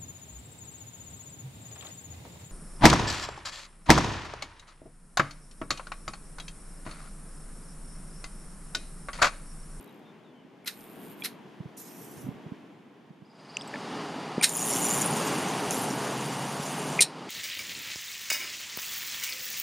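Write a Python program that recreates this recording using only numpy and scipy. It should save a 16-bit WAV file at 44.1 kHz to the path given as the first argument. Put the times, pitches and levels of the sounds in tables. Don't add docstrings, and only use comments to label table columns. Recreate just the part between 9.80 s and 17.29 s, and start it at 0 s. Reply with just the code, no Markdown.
import sys
import numpy as np
from scipy import signal
from scipy.fft import rfft, irfft, next_fast_len
from scipy.io import wavfile
from scipy.ndimage import uniform_filter1d, map_coordinates

SR = 44100
rng = np.random.default_rng(int(sys.argv[2]) if len(sys.argv) > 2 else 0)


def persist_wave(psi):
    counts = np.round(np.clip(psi, -1, 1) * 32767).astype(np.int16)
    wavfile.write(sys.argv[1], SR, np.atleast_2d(counts).T)


N = 330309
TIME = np.arange(N) / SR

MAINS_HZ, STRIKE_S = 60, 4.6778
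ON_S, CAUGHT_S, DRIES_S, OFF_S = 4.655, 4.78, 5.18, 7.19

# freq_hz, level_db
ARC_SPECTRUM = [(1500, -13), (3000, 3.5), (4300, -6), (6000, 5), (8000, 3), (9800, 3.5), (11200, -4.5),
                (12800, -9.5), (14500, -13.5), (16000, -15)]
# pitch_hz, width_hz, level_db
SIZZLE_MODES = [(5820, 114, -14), (6360, 220, -14), (7070, 96, -2), (7300, 67, -7.5), (8350, 85, -13),
                (8780, 102, -11), (9580, 138, -2), (10550, 150, -6), (11000, 150, -9), (12900, 90, -27),
                (14620, 134, -14)]
# start_s, level_db, attack_s, t60_s
FLARES = [(5.208, -26.5, 0.0094, 0.091), (5.35, -38, 0.016, 0.27), (5.45, -42, 0.015, .8),
          (5.907, -37, 0.01, 0.97), (6.81, -44, 0.024, 4.2)]


def strong_arc(dry_db=-41.5, wet_boost_db=11.5, drying_s=.2, fade_db_per_s=2, catch_db=2):
    wetness = np.exp(-elapsed(DRIES_S) / drying_s)
    strength = undb(dry_db + wet_boost_db * wetness - fade_db_per_s * elapsed(DRIES_S))
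    for s, db, attack_s, t60_s in FLARES:
        strength = np.hypot(strength, undb(db) * envelope(s, attack_s, s + attack_s, t60_s))
    vigour = np.clip((20 * np.log10(strength) - dry_db) / wet_boost_db, 0, 1)
    squeak_db = np.interp(vigour, [0, 1], [-14, 5.5])
    sheen_db = np.interp(vigour, [0, 1], [1.5, 11.5])
    fry = colour(grains(spread_db=3.5), ARC_SPECTRUM)
    fry = unit(fry + undb(-1) * ring(fry, SIZZLE_MODES))
    fry = bell(fry, 12700, 3300, sheen_db) + undb(squeak_db) * squeaks(SIZZLE_MODES)
    fry = patchy(fry, depth_db=2.6, rate_hz=65, width_hz=450)
    fry = fry * restrikes(2 * MAINS_HZ, STRIKE_S, depth_db=2 + 2.5 * wetness, scatter_db=.5)
    fry = fry / np.sqrt(uniform_filter1d(fry ** 2, SR // 5))
    catching = undb(np.interp(TIME, [ON_S, CAUGHT_S], [-catch_db, 0]))
    flutter = undb(.5 * walk(45))
    return fry * strength * catching * flutter * envelope(ON_S, .014, OFF_S, t60_s=.12)


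# time_s, level_db
FAINT_LEVELS = [(0.92, -60), (1.005, -56), (1.13, -60.5), (1.215, -60), (1.228, -53.5), (1.33, -57),
                (1.36, -69), (1.41, -53)]
# freq_hz, level_db
FAINT_SPECTRUM = [(2940, -5), (5000, -12), (6070, -15.5), (9470, -3), (10300, -8), (13100, -2),
                  (14800, -11), (15500, -28)]
# pitch_hz, width_hz, level_db
FAINT_MODES = [(7050, 150, -15), (9580, 153, -8), (11850, 250, 0), (12850, 200, -4), (13400, 200, -7)]


def faint_arc(dying_db=-61.5, dying_t60_s=.6):
    fizz = unit(colour(grains(spread_db=3), FAINT_SPECTRUM)) + undb(-3) * squeaks(FAINT_MODES)
    dying = unit(fizz * restrikes(MAINS_HZ, strike_s=.011, depth_db=9, scatter_db=2))
    burning = unit(fizz * restrikes(2 * MAINS_HZ, strike_s=.9246, depth_db=4, scatter_db=1.8))
    return (dying * undb(dying_db - 60 * TIME / dying_t60_s)
            + burning * undb(curve(FAINT_LEVELS)) * during(FAINT_LEVELS, fade_s=.035))


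def restrikes(rate_hz, strike_s, depth_db, scatter_db):
    cycle = rate_hz * (TIME - strike_s) + 1 / 2
    size_db = scatter_db * noise()[np.floor(cycle).astype(int)]
    return undb(size_db * np.sin(np.pi * cycle) ** 2 - depth_db * np.cos(2 * np.pi * cycle))


def squeaks(modes, flutter_db=5, wander=.005):
    out, drift = 0, 1 + wander * walk(60)
    for hz, width_hz, db in modes:
        pitch_hz = hz * drift + width_hz * walk(900)
        out = out + undb(db + flutter_db * walk(130)) * tone(pitch_hz)
    return unit(out)


def patchy(x, depth_db, rate_hz, width_hz):
    hz, s, bands = signal.stft(x, SR, nperseg=256)
    grid = np.meshgrid(hz / width_hz, s * rate_hz, indexing="ij")
    levels = map_coordinates(rng.standard_normal((64, 1024)), grid, order=1, mode="mirror")
    return unit(signal.istft(bands * undb(depth_db * unit(levels)), SR)[1][:N])


# start_s, peak_db, highpass_hz, t60_s
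SPITS = [(.029, -57, 5200, .01), (.112, -72, 5200, .01), (1.008, -43, 2500, .008), (1.974, -40, 4600, .04),
         (1.996, -38, 4400, .03), (4.693, -18, 5600, .014), (5.908, -14.5, 6000, .009),
         (5.9442, -22, 6800, 0.012)]


def spits(ring_db=10, rise_s=.00069):
    t, out = TIME[:SR // 25], np.zeros(N)
    for s, db, highpass_hz, t60_s in SPITS:
        crack = highpass(noise(len(t)) * undb(-60 * t / t60_s), highpass_hz, order=3)
        crack = band(band(crack, 4600, 5200), 8400, 7000) * (1 - np.exp(-t / rise_s))
        crack = crack + undb(ring_db) * ring(crack, SIZZLE_MODES)
        add(out, s, at_peak(crack, db))
    return out


# freq_hz, level_db
STEAM_SPECTRUM = [(2350, -42), (4000, -12), (4990, -10), (5850, -4.5), (10700, -4.5), (12400, -1),
                  (14300, -7), (15200, -31), (15500, -53)]
# pitch_hz, width_hz, level_db
STEAM_MODES = [(5660, 130, -1), (6700, 200, -2), (8040, 150, 1), (9050, 110, 1), (11900, 260, 5),
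               (12800, 260, 3)]


def steam(start_s=1.966, end_s=2.416, hold_db=-55.5, burst_db=9, settle_s=.11):
    hiss = unit(colour(noise(), STEAM_SPECTRUM)) + undb(-6.5) * squeaks(STEAM_MODES)
    hiss = patchy(hiss, depth_db=2.3, rate_hz=30, width_hz=400)
    db = hold_db + burst_db * np.exp(-elapsed(start_s) / settle_s) + walk(60)
    return hiss * undb(db) * envelope(start_s, .0099, end_s, t60_s=.35)


# pitch_hz, width_hz, level_db
SPURT_MODES = [(8600, 140, -5), (9680, 104, -5), (10400, 140, -1.5), (11100, 120, -5), (11600, 260, 0),
               (12200, 130, -13), (13850, 160, -14)]


def spurt(level_db=-44):
    whistling = unit(squeaks(SPURT_MODES) * restrikes(2 * MAINS_HZ, STRIKE_S, depth_db=3, scatter_db=2))
    return whistling * undb(level_db) * envelope(start_s=5.9, attack_s=.04, end_s=6.03, t60_s=.6)


def sputter(count=22, low_hz=5600, high_hz=7300, length_s=.007, glide=.03, level_db=-33.5, scatter_db=2):
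    when, pitch, bend, size = rng.random((count, 4)).T
    half_cycle = np.round((CAUGHT_S + when * (DRIES_S - CAUGHT_S) - STRIKE_S) * 2 * MAINS_HZ)
    start_s = STRIKE_S + half_cycle / (2 * MAINS_HZ) - length_s / 2
    start_hz = low_hz + pitch * (high_hz - low_hz)
    end_hz = start_hz * (1 + glide * (2 * bend - 1))
    db = level_db + scatter_db * (2 * size - 1)
    return glides(zip(start_s, np.full(count, length_s), start_hz, end_hz, db), jitter_hz=50)


# start_s, length_s, start_hz, end_hz, level_db
SQUEALS = [(2.09, .1, 5640, 5700, -64), (2.28, .06, 5720, 5660, -66), (4.836, .022, 6480, 6520, -34),
           (4.868, 0.016, 9650, 9700, -30), (4.89, .08, 5400, 5430, -40), (5.014, 0.015, 6860, 6830, -30),
           (5.06, .016, 5900, 5900, -32), (5.098, .012, 9700, 9760, -39), (5.215, 0.0154, 6800, 6730, -32),
           (5.256, .011, 9680, 9620, -33), (5.305, 0.011, 9650, 9600, -29.5),
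           (5.366, 0.011, 7150, 7080, -36), (5.375, .025, 8400, 8900, -39), (5.44, .045, 11800, 12150, -45),
           (5.472, .01, 6560, 6500, -38), (6.012, .014, 10450, 10400, -37), (6.83, .012, 5650, 5600, -41),
           (6.855, .014, 7230, 7170, -40)]


def squeals():
    return glides(SQUEALS, jitter_hz=60)


# start_s, rise_s, snap_s, hold_s, slide_db, snap_db, tail_db,
# highpass_hz, treble_db, sheen_db
THROWS = [(0.857, .005, 0.8745, 0.0045, -39.5, -30, -38, 1430, -8, 8),
          (1.434, .007, 1.446, 0.012, -34, -31, -41.5, 1310, -6.5, 10.5),
          (4.623, .014, 4.642, 0.0016, -14.5, -10.5, -20.5, 1430, 2.5, 0),
          (7.206, .001, 7.221, 0.0028, -11.5, -6, -30, 2150, 17, -17)]
# freq_hz, level_db
RATTLE_SPECTRUM = [(710, -65), (1200, -3.5), (1420, 0.5), (1760, -0.5), (3350, -3.5), (3810, 0.5),
                   (4770, -2.5), (6800, -2.5), (7570, -2), (9170, 2), (11700, -14), (14100, -19),
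                   (15500, -29)]
# pitch_hz, width_hz, level_db
HOUSING_MODES = [(2100, 160, -5.5), (2500, 43, -4.5), (3960, 240, -2.5), (4200, 300, -2), (5280, 110, -6),
                 (6900, 70, -3), (8250, 98, 1), (9000, 130, -8.5), (9300, 190, 2)]
# pitch_hz, level_re_snap_db, t60_s
SNAP_RINGS = [(1780, -25, .12), (1990, -28, 0.12), (2487, -22, 0.13), (3830, -17.5, 0.13),
              (4120, -20.5, 0.18), (4540, -27, .17), (5400, -22, 0.16), (9110, -25, 0.14)]


def switch(snap_t60_s=.066, tail_t60_s=.19):
    t, out = TIME[:SR // 3], np.zeros(N)
    rattle = colour(grains(spread_db=2), RATTLE_SPECTRUM)
    rattle = unit(rattle + ring(rattle, HOUSING_MODES))
    treble = highpass(rattle, 3900, order=1)
    sheen = steep_band(rattle, 12300, 2900)
    for s, rise_s, snap_s, hold_s, slide_db, snap_db, tail_db, highpass_hz, treble_db, sheen_db in THROWS:
        since_snap = t - (snap_s - s)
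        decay_s = np.maximum(since_snap - hold_s, 0)
        slide = undb(slide_db) * (1 - np.exp(-t / rise_s))
        snap = undb(snap_db - 60 * decay_s / snap_t60_s)
        tail = undb(tail_db - 60 * decay_s / tail_t60_s)
        gain = np.where(since_snap < 0, slide, np.hypot(snap, tail))
        span = slice(int(s * SR), int(s * SR) + len(t))
        body = rattle[span] + (undb(treble_db) - 1) * treble[span] + undb(sheen_db) * sheen[span]
        body = unit(highpass(body, highpass_hz, order=3))
        add(out, s, body * gain[:len(body)])
        for hz, db, t60_s in SNAP_RINGS:
            ringing = unit(steep_band(noise(len(t)), hz, width_hz=340))
            add(out, snap_s, ringing * undb(snap_db + db - 60 * t / t60_s))
    return highpass(out, 600, order=2)


# start_s, peak_db, pitch_hz, second_hz, second_db, t60_s
TICKS = [(0.846, -43, 2200, 11300, -4, .014), (1.421, -27.5, 2390, 3340, -4, 0.029),
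         (3.769, -16.5, 2710, 6000, -8.5, 0.008), (3.77, -25.5, 7300, 8400, -11, 0.0047),
         (3.811, -29.5, 3400, 8200, -10, 0.0066), (3.819, -33, 5300, 8100, -8, 0.011),
         (3.876, -34.5, 7880, 13200, -20, 0.021), (3.939, -25, 1760, 2360, -8, 0.025),
         (3.941, -35, 569, 460, -6, .15), (3.956, -29, 1720, 2200, 1, 0.017),
         (4.612, -18.5, 2360, 9100, -5, 0.021), (7.191, -11, 2410, 2140, -2, 0.038)]


def ticks(crack_db=-24, crack_t60_s=.012, contact_s=.00078):
    t, out = TIME[:SR // 12], np.zeros(N)
    for s, db, hz, second_hz, second_db, t60_s in TICKS:
        modes = np.sin(2 * np.pi * hz * t) + undb(second_db) * np.sin(2 * np.pi * second_hz * t)
        crack = steep_band(noise(len(t)), 5300, 6000) * undb(crack_db - 60 * t / crack_t60_s)
        onset = 1 - np.exp(-(t / contact_s) ** 2)
        tick = (modes * undb(-60 * t / t60_s) + crack) * onset
        add(out, s, at_peak(tick, db))
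    return out


# start_s, peak_db, pitch_hz, swell_s
BUMPS = [(0.646, -42, 230, .0056), (1.799, -27.5, 160, .008), (1.851, -32.5, 150, 0.0083),
         (2.374, -40, 130, .007), (2.436, -34, 125, .018), (2.462, -31, 250, 0.0062),
         (2.484, -23.5, 175, 0.0057), (2.658, -33, 165, 0.0076), (2.717, -27.5, 200, 0.0046),
         (3.3, -38.5, 181, 0.0083), (3.417, -41, 179, 0.0077), (4.574, -22, 193, 0.0068),
         (4.578, -18.5, 383, 0.0033), (6.792, -28, 179, .007)]


def bumps(roughness=.14):
    t, out = TIME[:SR // 12], np.zeros(N)
    for s, db, hz, swell_s in BUMPS:
        age = t / swell_s
        rumble = unit(steep_band(noise(len(t)), 1.5 * hz, hz))
        thud = (np.sin(2 * np.pi * hz * t) + roughness * rumble) * age ** 2 * np.exp(-age ** 2)
        add(out, s, at_peak(thud, db))
    return highpass(out, 80, order=2)


def buffet(start_s=2.296, swell_s=.19, level_db=-46):
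    rumble = unit(highpass(steep_band(noise(), 170, 260), 80, order=2))
    return rumble * undb(level_db) * envelope(start_s, swell_s, start_s + swell_s, t60_s=.5)


def drone(start_s=5.85, start_hz=120.6, climb_hz_per_s=23.2, level_db=-42.5):
    hum = unit(tone(start_hz + climb_hz_per_s * elapsed(start_s)))
    return hum * undb(level_db) * envelope(start_s, attack_s=.63, end_s=7.15, t60_s=1.5)


# start_s, length_s, start_hz, end_hz, level_db
BIRD_NOTES = [(0.07, 0.04, 3930, 3740, -63), (0.238, .085, 3630, 3560, -64.5),
              (0.428, 0.115, 3860, 3230, -69), (.525, 0.12, 3200, 2900, -67)]
# start_s, length_s, start_hz, end_hz, level_db
TRILL = [(3.445, .03, 4720, 4980, -68), (3.493, .036, 4900, 4980, -63), (3.548, .03, 4980, 4880, -65),
         (3.588, .028, 4700, 5000, -60), (3.645, .025, 4980, 5080, -60), (3.684, .03, 4450, 4560, -60),
         (3.688, .028, 4760, 4900, -53), (3.735, .03, 4500, 4620, -56), (3.74, 0.034, 4800, 4950, -48),
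         (3.788, 0.025, 4780, 5050, -47)]


def birds(echo_db=-3, echo_t60_s=.45):
    trill = glides(TRILL, jitter_hz=135)
    t = TIME[:SR // 2]
    response = noise(len(t)) * undb(-60 * t / echo_t60_s)
    echoes = signal.oaconvolve(trill, response / np.linalg.norm(response))[:N]
    return trill + undb(echo_db) * echoes + glides(BIRD_NOTES, jitter_hz=60)


# time_s, relative_db
RUSH_LEVELS = [(3.5, -68), (3.6, -57.5), (3.89, -47), (3.95, -44.5), (4.18, -41.5), (4.55, -43.5),
               (4.95, -36.5), (5.5, -34.5), (5.85, -36.5), (6.1, -36.5), (6.5, -38.5), (6.85, -40),
               (7.15, -39), (7.49, -41.5)]
# freq_hz, level_db
RUSH_SPECTRUM = [(30, -55), (65, -22.5), (100, -14), (140, 1), (260, -0.5), (420, -2.5), (560, -4),
                 (820, -0.5), (1100, -4), (1500, -9.5), (3000, -15), (5500, -22.5), (9500, -29.5),
                 (14000, -50)]
# centre_hz, width_hz, level_db
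RUSH_HUMPS = [(269, 18, -3.5), (414, 14, 0), (2890, 76, -2.5), (4730, 420, -1.5)]


def traffic_rush(gain_db=4.5):
    rush = air(RUSH_SPECTRUM)
    rush = bell(rush, 204, 157, gain_db=3) + ring(rush, RUSH_HUMPS)
    rush = highpass(rush, 47, order=1)
    return rush * undb(curve(RUSH_LEVELS) + gain_db) * during(RUSH_LEVELS, fade_s=.11)


# time_s, relative_db
CALM_LEVELS = [(0.0, -58.5), (0.65, -64), (0.87, -62.5), (1.2, -55.5), (1.94, -59), (2.3, -56),
               (2.63, -56.5), (3.07, -63), (3.45, -65)]
# freq_hz, level_db
CALM_SPECTRUM = [(24, -85), (40, -46), (75, -28.5), (135, -6), (211, 0), (277, -0.5), (382, -5), (412, -4),
                 (554, -13.5), (627, -11), (1030, -13.5), (1290, -19.5), (1530, -19), (3300, -24.5),
                 (3560, -27.5), (3930, -31.5), (15000, -51)]


def calm_air(gain_db=9, side_db=-8, start_pan_db=2, drift_db_per_s=-.56, bass_steadiness=.21):
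    db = curve(CALM_LEVELS)
    bass_db = bass_steadiness * (np.mean(CALM_LEVELS, axis=0)[1] - db)
    mid = bell(air(CALM_SPECTRUM), 210, 250, bass_db)
    side = undb(side_db) * bell(air(CALM_SPECTRUM), 234, 220, gain_db=-5)
    pan_db = start_pan_db + drift_db_per_s * TIME
    gains = undb(db + gain_db + np.array([pan_db, -pan_db]) / 2)
    return np.array([mid + side, mid - side]) * gains * during(CALM_LEVELS, fade_s=.42)


def air(spectrum, waver_db=.7):
    source = colour(noise(), spectrum)
    octaves_hz = 150 * 2 ** np.arange(6)
    wavering = sum(band(source, hz, hz / 2) * (undb(waver_db * walk(9)) - 1) for hz in octaves_hz)
    return unit(source + wavering)


def undb(db):
    return 10 ** (np.asarray(db) / 20)


def unit(x):
    return x / np.sqrt(np.mean(x ** 2))


def at_peak(x, db):
    return undb(db) * x / np.abs(x).max()


def elapsed(s):
    return np.maximum(TIME - s, 0)


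def envelope(start_s, attack_s, end_s, t60_s):
    return np.minimum(elapsed(start_s) / attack_s, 1) * undb(-60 * elapsed(end_s) / t60_s)


def curve(rows):
    return np.interp(TIME, *np.transpose(rows))


def during(rows, fade_s):
    first_s, last_s = rows[0][0], rows[-1][0]
    return np.interp(TIME, [first_s - fade_s, first_s, last_s, last_s + fade_s], [0, 1, 1, 0])


def noise(samples=N):
    return rng.standard_normal(samples)


def walk(rate_hz):
    knots = noise(N // 10)
    return unit(np.interp(TIME * rate_hz, np.arange(len(knots)), knots))


def grains(spread_db):
    return unit(noise() * undb(spread_db * noise()))


def tone(hz):
    return np.sin(2 * np.pi * np.cumsum(hz) / SR)


def glides(rows, jitter_hz):
    out, jitter = np.zeros(N), jitter_hz * walk(800)
    for s, length_s, start_hz, end_hz, db in rows:
        hz = np.linspace(start_hz, end_hz, int(length_s * SR))
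        hz = hz + jitter[int(s * SR):][:len(hz)]
        add(out, s, undb(db) * tone(hz) * signal.windows.tukey(len(hz), .5))
    return out


def colour(x, spectrum):
    hz, db = np.transpose(spectrum)
    size = next_fast_len(N)
    bins_hz = np.fft.rfftfreq(size, 1 / SR) + 1
    gain = undb(np.interp(np.log(bins_hz), np.log(hz), db))
    return irfft(rfft(x, size) * gain, size)[:N]


def band(x, hz, width_hz):
    return signal.lfilter(*signal.iirpeak(hz, hz / width_hz, fs=SR), x + 1e-18)


def steep_band(x, hz, width_hz):
    return band(band(x, hz, width_hz), hz, width_hz)


def bell(x, hz, width_hz, gain_db):
    return x + (undb(gain_db) - 1) * band(x, hz, width_hz)


def highpass(x, hz, order):
    return signal.sosfilt(signal.butter(order, hz, "high", fs=SR, output="sos"), x + 1e-18)


def ring(x, modes):
    return sum(undb(db) * band(x, hz, width_hz) for hz, width_hz, db in modes)


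def add(out, s, x):
    i = max(int(s * SR), 0)
    out[i:i + len(x)] += x[:N - i]


def scene(spread_db=-10, treble_spread_db=-7, bump_pan_db=-5, sizzle_pan_db=-2, buffet_side_db=-5):
    width = during(CALM_LEVELS, fade_s=.25)
    lean = np.array([[.5], [-.5]]) * width
    clicks = switch() + ticks()
    thuds = bumps() + buffet()
    sizzle = faint_arc() + strong_arc() + spits() + steam() + spurt() + sputter() + squeals()
    echo = np.roll(clicks + sizzle + thuds, SR // 700)
    spread = undb(spread_db) * echo + undb(treble_spread_db) * highpass(echo, 13000, order=1)
    side = spread * width + undb(buffet_side_db) * buffet()
    direct = clicks + sizzle * undb(sizzle_pan_db * lean) + thuds * undb(bump_pan_db * lean)
    return direct + np.array([side, -side]) + drone() + birds() + calm_air() + traffic_rush()


def gain_control(x, threshold_db=-20.5, ratio=3.6, detect_s=.014, recovery_db_per_s=18.5):
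    size = int(detect_s * SR)
    power = uniform_filter1d(np.mean(x ** 2, axis=0), size, origin=(size - 1) // 2)
    excess_db = np.maximum(10 * np.log10(np.abs(power) + 1e-18) - threshold_db, 0)
    recovered_db = recovery_db_per_s * TIME
    cut_db = np.maximum.accumulate(excess_db * (1 - 1 / ratio) + recovered_db) - recovered_db
    return x * undb(-uniform_filter1d(cut_db, size=130))


def record(dry, notch_hz=7830, notch_width_hz=200, lowpass_hz=15500):
    ducked = gain_control(dry - band(dry, notch_hz, notch_width_hz))
    return signal.sosfilt(signal.ellip(10, .2, 80, lowpass_hz, fs=SR, output="sos"), ducked)


dry = scene()
out = record(dry)
persist_wave(out)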